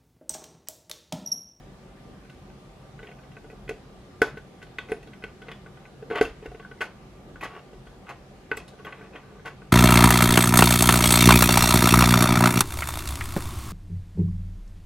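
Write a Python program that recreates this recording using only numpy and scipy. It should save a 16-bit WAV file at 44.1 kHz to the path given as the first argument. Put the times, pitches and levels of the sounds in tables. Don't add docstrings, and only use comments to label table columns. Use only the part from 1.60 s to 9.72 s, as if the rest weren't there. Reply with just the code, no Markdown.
import sys
import numpy as np
from scipy import signal
from scipy.fft import rfft, irfft, next_fast_len
from scipy.io import wavfile
from scipy.ndimage import uniform_filter1d

SR = 44100
rng = np.random.default_rng(int(sys.argv[2]) if len(sys.argv) > 2 else 0)


def to_wav(sig):
    pcm = np.clip(np.atleast_2d(sig), -1, 1) * 32767
    pcm = np.round(pcm).astype(np.int16)
    wavfile.write(sys.argv[1], SR, pcm.T)


N = 358091

# low_db, hardness_db, tick_db
CONTACTS = [(0.6458, -58, 5, -3, -9), (0.697, -51, -9, -0.5, -10), (0.899, -57.5, -9, -1, -14),
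            (1.3912, -41.5, -7, -7, -28), (1.429, -47.5, 9, 3.5, -18), (1.445, -49, 5, -5, -20),
            (1.4708, -58, -2, 12, -15), (1.487, -52, 13.5, 3, -22), (1.514, -50.5, 6.5, 3, -22),
            (1.586, -53, -1, -6, -24), (1.634, -53, -5, -2, -25), (1.717, -59, 7, 4, -18),
            (1.7674, -42.5, 3.5, -2, -31), (1.843, -52, 13.5, -5, -24), (1.9, -52, 9, 3, -14),
            (1.9288, -64, 26.5, -8, -14), (2.078, -46.5, 2, 4.5, -26), (2.0925, -33.5, 9.5, 6, -11),
            (2.1085, -49, 25, 5, -18), (2.6181, -9.5, 1, -4, -20), (2.772, -37.5, 4, -3, -20),
            (3.017, -47.5, -14, -1, -23), (3.026, -44, 1, -2, -12), (3.068, -58, 5, 0, -17),
            (3.1853, -27.5, -8, 3.5, -28), (3.287, -46.5, -9, 2, -20), (3.3189, -30, 12.5, 3, -33),
            (3.4278, -56, 11, 5, -4), (3.472, -54, 12, 0.5, -11), (3.533, -49.5, -1, 5, -19),
            (3.6229, -45, -1, -3, -25), (3.639, -32.5, 0.5, 3.5, -20.5), (3.818, -44, 3.5, -4.5, -21),
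            (3.8836, -41, 4.5, 4.5, -26), (3.9146, -46, 8, 6, -17), (4.0613, -41, -2, -10, -32),
            (4.1716, -50, 2, -6, -24), (4.2526, -51, 1, 4.5, -20), (4.4243, -49.5, 17, -6, -28),
            (4.5011, -37.5, 7, -3, -27), (4.5121, -29, 6.5, -15, -33), (4.5569, -28.5, 5.5, 2, -17),
            (4.586, -40, -10, 6, -24), (4.6119, -19, 13, 1, -16.5), (4.6255, -33, -10, 1, -5.5),
            (4.652, -38, 4, -5, -12), (4.8251, -58, 22.5, 3, -17), (4.858, -42, 13.5, 2, -15),
            (4.916, -50, 16, -5, -17), (4.9464, -49, 16.5, 0, -18), (4.997, -47.5, 8, 0, -22),
            (5.026, -46, -15, -12, -30), (5.049, -35.5, -24, -30, -37), (5.1131, -40.5, 0.5, -4.5, -35),
            (5.2073, -29.5, 0.5, -1.5, -22), (5.2125, -30, -17, 7, -22), (5.218, -23.5, -17, 1.5, -24),
            (5.758, -37.5, -10, -12, -36), (5.81, -43, -11, 7, -10), (5.8346, -42, -8, -2, -3.5),
            (5.8564, -38, -7, -12, -23), (6.131, -55.5, 16.5, -4, -14), (6.269, -49.5, 6, -2, -17),
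            (6.4909, -39, -14, -5, -13), (6.915, -18.5, -4, -3, -31.5), (6.9723, -37.5, 5.5, 5.5, -7.5),
            (7, -55.5, -15, 12.5, -22), (7.079, -55, -9, -2, 1), (7.135, -52.5, 11, -12, -21),
            (7.187, -52, 0, -6, -20), (7.198, -47.5, 7, -9, -23), (7.2485, -41.5, 4, 1.5, -17),
            (7.2678, -40, -9, 1, -23), (7.3244, -38.5, -20, 1, -34), (7.4105, -45, 6.5, -10, -27),
            (7.5574, -43, -3, 4, -21), (7.796, -55, -10, -12, -30), (7.856, -35, -5, -6, -16),
            (7.865, -38, -13, 2, -22), (7.8749, -37.5, -5, 1.5, -17), (7.904, -46, -10, -5, -28),
            (8.0184, -45.5, 3, -10, -30)]
# low_db, high_db, hiss_db
SLIDES = [(1.38, .012, 0.13, 0.044, -63.5, 14, 4, -24), (3.185, 0.011, 0.072, 0.14, -61, -15, 5, -11),
          (3.276, 0.035, 0.0074, 0.12, -51, 18, 3, -5.5), (3.86, 0.027, 0.036, 0.035, -48.5, 3.5, 6, -19),
          (4.495, 0.013, 0.037, 0.036, -40, 10, 4, -21), (4.543, 0.0094, 0.048, 0.018, -33, -11, 4, -27),
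          (4.609, 0.015, 0.018, 0.096, -38.5, 7, -1, -19), (4.81, 0.039, 0.015, 0.059, -53, 10, 5, -14),
          (5.205, 0.0077, 0.017, 0.047, -34, -4, 3, -10.5), (5.8, 0.029, 0.025, 0.064, -37.5, -7, 3, -24),
          (5.881, 0.047, 0.041, 0.073, -46, 2, -7, -26), (6.46, 0.037, 0.012, 0.044, -39.5, -9, -3, -29),
          (6.936, 0.014, 0.035, .08, -68, 1, 3, 3), (7.241, 0.0073, 0.045, 0.046, -46, -2, -3, -25),
          (7.292, 0.024, 0.15, 0.057, -54, 2.5, -4, -29), (7.513, 0.041, 0.015, 0.089, -48.5, 5, -2, -30),
          (7.616, 0.018, 0.17, .05, -59.5, 7, -12, -30), (7.844, 0.018, 0.008, 0.076, -41.5, -3, -3, -16)]
# start_s, peak_db, pitch_hz, t60_s
BRIGHT_TICKS = [ (3.318, -33, 9800, 0.025), (3.317, -50, 14800, .025), (3.027, -45, 3930, 0.027),
                (3.185, -32.5, 3464, 0.036), (3.472, -49, 3580, .03), (3.82, -46, 3200, 0.034),
                (3.884, -48, 3620, .03), (3.916, -34.5, 3180, .028), (4.626, -42, 4930, .035),
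                (5.21, -54, 4900, .05), (5.808, -54, 12500, .03), (5.815, -45, 13400, .025),
                (5.837, -54, 12400, .04), (6.969, -33, 8400, 0.019), (6.968, -38, 12900, .04),
                (7.08, -47, 8700, 0.023), (7.081, -44, 3980, .06), (7.248, -49, 12900, .04)]
RINGING_PINGS = [(3.318, -53, 9750, .22), (4.651, -29, 2680, .03), (4.997, -46, 1120, .07),
                 (5.172, -52, 2030, .1)]
HAND_BUMPS = [(4.608, -33, 48.2, 0.37), (4.877, -41, 48.8, 0.26)]
# pitch_hz, level_db, t60_s
LOW_MODES = [(303, -10.5, 0.063), (354.6, -7.5, 0.12), (419.4, -4.5, 0.062), (433.4, 0.5, 0.11),
             (660, -14, 0.079), (709.6, -9, 0.13)]
TOP_FLEX = (150, -19, 0.045)
LOW_MID_MODES = [(893, -9.5, 0.026), (994, -8, 0.035), (1113, 2, 0.086)]
MID_MODES = [(1420, -14, .04), (1502, 0, .085), (1568, -9, .04)]
HIGH_MID_MODES = [(1823, -11.5, 0.07), (1990, 6.5, 0.026), (2060, 3.5, 0.023)]
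HIGH_MODES = [(2225, -8, 0.098), (2532, 7.5, 0.024), (2738, 0.5, 0.038), (2873, 5.5, 0.013),
              (3200, -7.5, 0.064), (3450, -9, 0.024), (3860, -21, 0.018), (4310, -8, 0.016)]
# frequency_hz, density_db
TICK_COLOUR = [(2060, -16), (3500, -4), (4680, -7), (6910, -9), (8680, -18.5), (9420, -8.5), (11000, -10.5),
               (13900, -21), (15800, -42)]
KNOCK_COLOUR = [(100, -13), (300, -1), (800, 5.5), (1500, -1), (2200, -2), (3000, -13.5), (4000, -17),
                (6000, -48)]
RUMBLE_COLOUR = [(22, -46), (33, -38), (39, -5.5), (60, -7), (101, -7.5), (187, -5.5), (326, -9),
                 (482, -10), (916, -17.5), (2060, -24.5), (3600, -28), (12000, -42), (13500, -47.5),
                 (15800, -58)]
# frequency_hz, left_lead_rad
PORT_PHASE = [(0, 0), (2000, -.22), (4800, -.8), (5500, 2), (6200, .8), (7300, 1.5), (8400, -2.1),
              (15000, -1.7)]
# frequency_hz, left_over_right_db
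PORT_BALANCE = [(600, 0), (1200, 1.5), (2400, .2), (5000, .7), (15000, 0)]
# frequency_hz, t60_s
ROOM_DECAY = [(200, 0.28), (600, 0.21), (1500, 0.27), (4000, 0.26), (12000, 0.066)]
# frequency_hz, likeness (1 is mono, 0 is wide)
ECHO_LIKENESS = [(20, 1), (500, 1), (1500, 0.96), (4000, 0.58), (15000, 0)]
RUMBLE_LIKENESS = [(20, 1), (60, 0.98), (130, 1), (290, 0.81), (640, 0.76), (1410, 0.35), (3100, 0.067),
                   (15000, 0)]
# pitch_hz, width_hz, boost_db
HUM_BANDS = [(40, 12.7, 8.5), (86.4, 3.5, 5), (135.5, 7.4, 12), (193.3, 12.2, 7), (369.6, 5.2, 9),
             (767, 22, 5.5), (1188.3, 4.9, 17.5)]

LET_GO_S = 5.78
CLEAN_RING_MS, FLUTTER_MS, FLUTTER_SHARE = 16, 5.5, 0.27
BOUNCES_PER_S, SLIPS_PER_S = 900, 3000
RUMBLE_DB, TOP_CUT_HZ = -47.5, 15900


def contact(start_s, level_db, low_db, hardness_db, tick_db):
    force_db = level_db + 45
    low_mid_db = (-11.5 if start_s < LET_GO_S else -3.5) - 0.1 * force_db
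    high_mid_db = hardness_db - 1
    high_db = hardness_db + 0.5 - 0.24 * force_db
    t = np.arange(4000) / SR
    loose = np.clip((-24.5 - level_db) / 11, 0.5, 1.8)
    bounces = loose * np.exp(-t / (0.0045 * loose)) * rng.standard_normal(len(t))
    bounces *= rng.random(len(t)) < BOUNCES_PER_S / SR
    touch = t == 0
    table = 0
    for modes, gain_db, bounce_share, spot_db in (
            (LOW_MODES + [TOP_FLEX], low_db, 0.022, 1.5),
            (LOW_MID_MODES, low_mid_db, 1.0, 2.5),
            (MID_MODES, 0, 0.23, 1.9),
            (HIGH_MID_MODES, high_mid_db, 0.4, 3.7),
            (HIGH_MODES, high_db, 0.25, 3.2)):
        ring = table_ring(modes, spot_db * loose, rise_ms=1.7 * loose, sustain=loose ** -0.3)
        table += amp(gain_db) * unit_peak(signal.fftconvolve(touch + bounce_share * bounces, ring))
    jolts = touch + 1.2 * abs(bounces)

    def burst(rise_s, fall_s):
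        return unit_peak(signal.fftconvolve(jolts, np.exp(-t / fall_s) - np.exp(-t / rise_s))[:len(t)])

    knock = burst(0.00023, 0.0091) + 0.21 * burst(0.0055, 0.034)
    tick = burst(0.00021 * loose, 0.0027) + 0.097 * burst(0.0011, 0.055)
    parts = amp(max(0, high_mid_db, high_db) - 17) * knock * noise(KNOCK_COLOUR, len(t))
    parts += amp(tick_db + 1.5) * tick * noise(TICK_COLOUR, len(t))
    return amp(level_db) * table, amp(level_db) * parts


def slide(start_s, rise_s, hold_s, fall_s, drag_db, low_db, high_db, hiss_db):
    t = np.arange(0, rise_s + hold_s + fall_s, 1 / SR)
    stroke_db = np.interp(t, np.cumsum([0, rise_s, hold_s, fall_s]), [-15.5, 0, 0, -28.5])
    drag = amp(drag_db + stroke_db) * signal.windows.tukey(len(t), 0.2)
    slips = rng.standard_normal(len(t)) * amp(2.7 * rng.exponential(1, len(t)))
    slips *= rng.random(len(t)) < SLIPS_PER_S / SR

    def shake(modes):
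        return unit_rms(signal.fftconvolve(slips, table_ring(modes, sustain=0.69))[:len(t)])

    bright_modes = [(hz, db + high_db, t60) for hz, db, t60 in HIGH_MID_MODES + HIGH_MODES]
    table = shake(MID_MODES + bright_modes)
    table += (0.75 if start_s < LET_GO_S else 0.95) * shake(LOW_MID_MODES)
    table += amp(low_db) * shake(LOW_MODES)
    grit = unit_rms(uniform_filter1d(abs(slips), 120))
    rasp = amp(-2) * noise(KNOCK_COLOUR, len(t))
    hiss = amp(hiss_db - 1) * noise(TICK_COLOUR, len(t))
    return amp(-4) * drag * table, drag * grit * (rasp + hiss)


def table_ring(modes, spot_db=2.5, rise_ms=0.73, sustain=1.0):
    hz, db, t60_s = np.transpose(modes)[..., None]
    ms = np.arange(3700) * 1000 / SR
    db = db + spot_db * rng.standard_normal(db.shape)
    decay_db = -60 * ms / (1000 * t60_s * sustain)
    detune = 0.0075 * np.maximum(1, (hz / 2100) ** 2)
    hz = hz * (1 + detune * rng.standard_normal(hz.shape))
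    knots = rng.standard_normal((len(hz), 24))
    flutter = np.array([np.interp(ms / FLUTTER_MS, np.arange(len(row)), row) for row in knots])
    clean = np.exp(-(ms / CLEAN_RING_MS) ** 4)
    envelope = (1 - np.exp(-ms / rise_ms)) * (clean + FLUTTER_SHARE * (1 - clean) * flutter)
    return -(amp(db + decay_db) * envelope * np.sin(2 * np.pi * hz * ms / 1000)).sum(0)


def bright_tick(*note):
    return rough_mode(*note, spread=0.16, rise_s=0.001, steady=0)


def ringing_ping(*note):
    return rough_mode(*note, spread=0.042, rise_s=0.003, steady=1.8)


def hand_bump(*note):
    return rough_mode(*note, spread=0.042, rise_s=0.0034, steady=0.59)


def rough_mode(peak_db, pitch_hz, t60_s, spread, rise_s, steady):
    t = np.arange(round(t60_s * SR)) / SR
    grain_samples = max(int(SR / (spread * pitch_hz)), 1)
    flicker = steady + 1.04 * unit_rms(uniform_filter1d(rng.standard_normal(len(t)), grain_samples))
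    envelope = amp(-60 * t / t60_s) * (1 - np.exp(-t / rise_s))
    return amp(peak_db) * unit_peak(flicker * envelope * np.sin(2 * np.pi * pitch_hz * t))


def microphone_ports(direct):
    size = next_fast_len(N + 4096)
    hz = np.fft.rfftfreq(size, 1 / SR)
    left = amp(curve(PORT_BALANCE, hz) / 2) * np.exp(0.5j * curve(PORT_PHASE, hz))
    return irfft(rfft(direct, size) * np.array([left, 1 / left]), size)[:, :N]


def room_reflections(send):
    taps = np.zeros((2, SR // 2))
    slots = np.arange(260, SR // 2 - 20, 20)
    arrivals = slots + rng.integers(0, 20, (2, len(slots)))
    np.put_along_axis(taps, arrivals, rng.choice([-1., 1.], arrivals.shape), 1)
    hz, t, spectra = signal.stft(taps, SR, nperseg=256)
    decay = amp(-60 * t / curve(ROOM_DECAY, hz)[:, None])
    tail = signal.istft(stereo_pair(*spectra, ECHO_LIKENESS, hz) * decay, SR, nperseg=256)[1]
    return signal.fftconvolve(send[None], tail / np.linalg.norm(tail[0]), axes=1)[:, :N]


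def room_rumble():
    frames, hz = N // 1024 + 5, np.fft.rfftfreq(4096, 1 / SR)
    left_re, left_im, other_re, other_im, drift = rng.standard_normal((frames, 2049, 5)).T
    drift_db = 1.42 * unit_rms(uniform_filter1d(uniform_filter1d(drift, 40, 0), 4, 1))
    hum_db = sum(db * np.exp(-0.5 * ((hz - pitch) / width) ** 2) for pitch, width, db in HUM_BANDS)
    spectra = stereo_pair(left_re + 1j * left_im, other_re + 1j * other_im, RUMBLE_LIKENESS, hz)
    spectra *= amp((curve(RUMBLE_COLOUR, hz) + hum_db)[:, None] + drift_db)
    return amp(RUMBLE_DB) * unit_rms(signal.istft(spectra, nperseg=4096, noverlap=3072)[1][:, :N])


def stereo_pair(left, other, likeness, hz):
    shared = np.clip(curve(likeness, hz), -1, 1)[:, None]
    return np.array([left, shared * left + np.sqrt(1 - shared ** 2) * other])


def noise(colour, size):
    hz = np.fft.rfftfreq(size, 1 / SR)
    return unit_rms(irfft(rfft(rng.standard_normal(size)) * amp(curve(colour, hz)), size))


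def curve(points, hz):
    point_hz, values = np.transpose(points)
    return np.interp(np.log(hz + 1), np.log(point_hz + 1), values)


def amp(db):
    return 10 ** (np.asarray(db) / 20)


def unit_rms(x):
    return x / np.sqrt(np.mean(x ** 2) + 1e-20)


def unit_peak(x):
    return x / (abs(x).max() + 1e-20)


def add(bus, start_s, sound):
    span = bus[round(start_s * SR):][:len(sound)]
    span += sound[:len(span)]


def scene():
    table, parts = np.zeros((2, N))
    events = [(row[0] - 0.0006, contact(*row)) for row in CONTACTS]
    events += [(row[0], slide(*row)) for row in SLIDES]
    for start_s, (ring, plastic) in events:
        add(table, start_s, ring)
        add(parts, start_s, plastic)
    for start_s, *note in HAND_BUMPS:
        add(table, start_s, hand_bump(*note))
    for start_s, *note in RINGING_PINGS:
        add(table, start_s, ringing_ping(*note))
    for start_s, *note in BRIGHT_TICKS:
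        add(parts, start_s, bright_tick(*note))
    send = amp(-16) * table + amp(-8.5) * parts
    return microphone_ports(table + parts) + room_reflections(send) + room_rumble()


def record(dry):
    low_pass = signal.firwin(511, TOP_CUT_HZ, window=("kaiser", 9), fs=SR)
    return signal.oaconvolve(dry, low_pass[None], "same")


dry = scene()
out = record(dry)
to_wav(out)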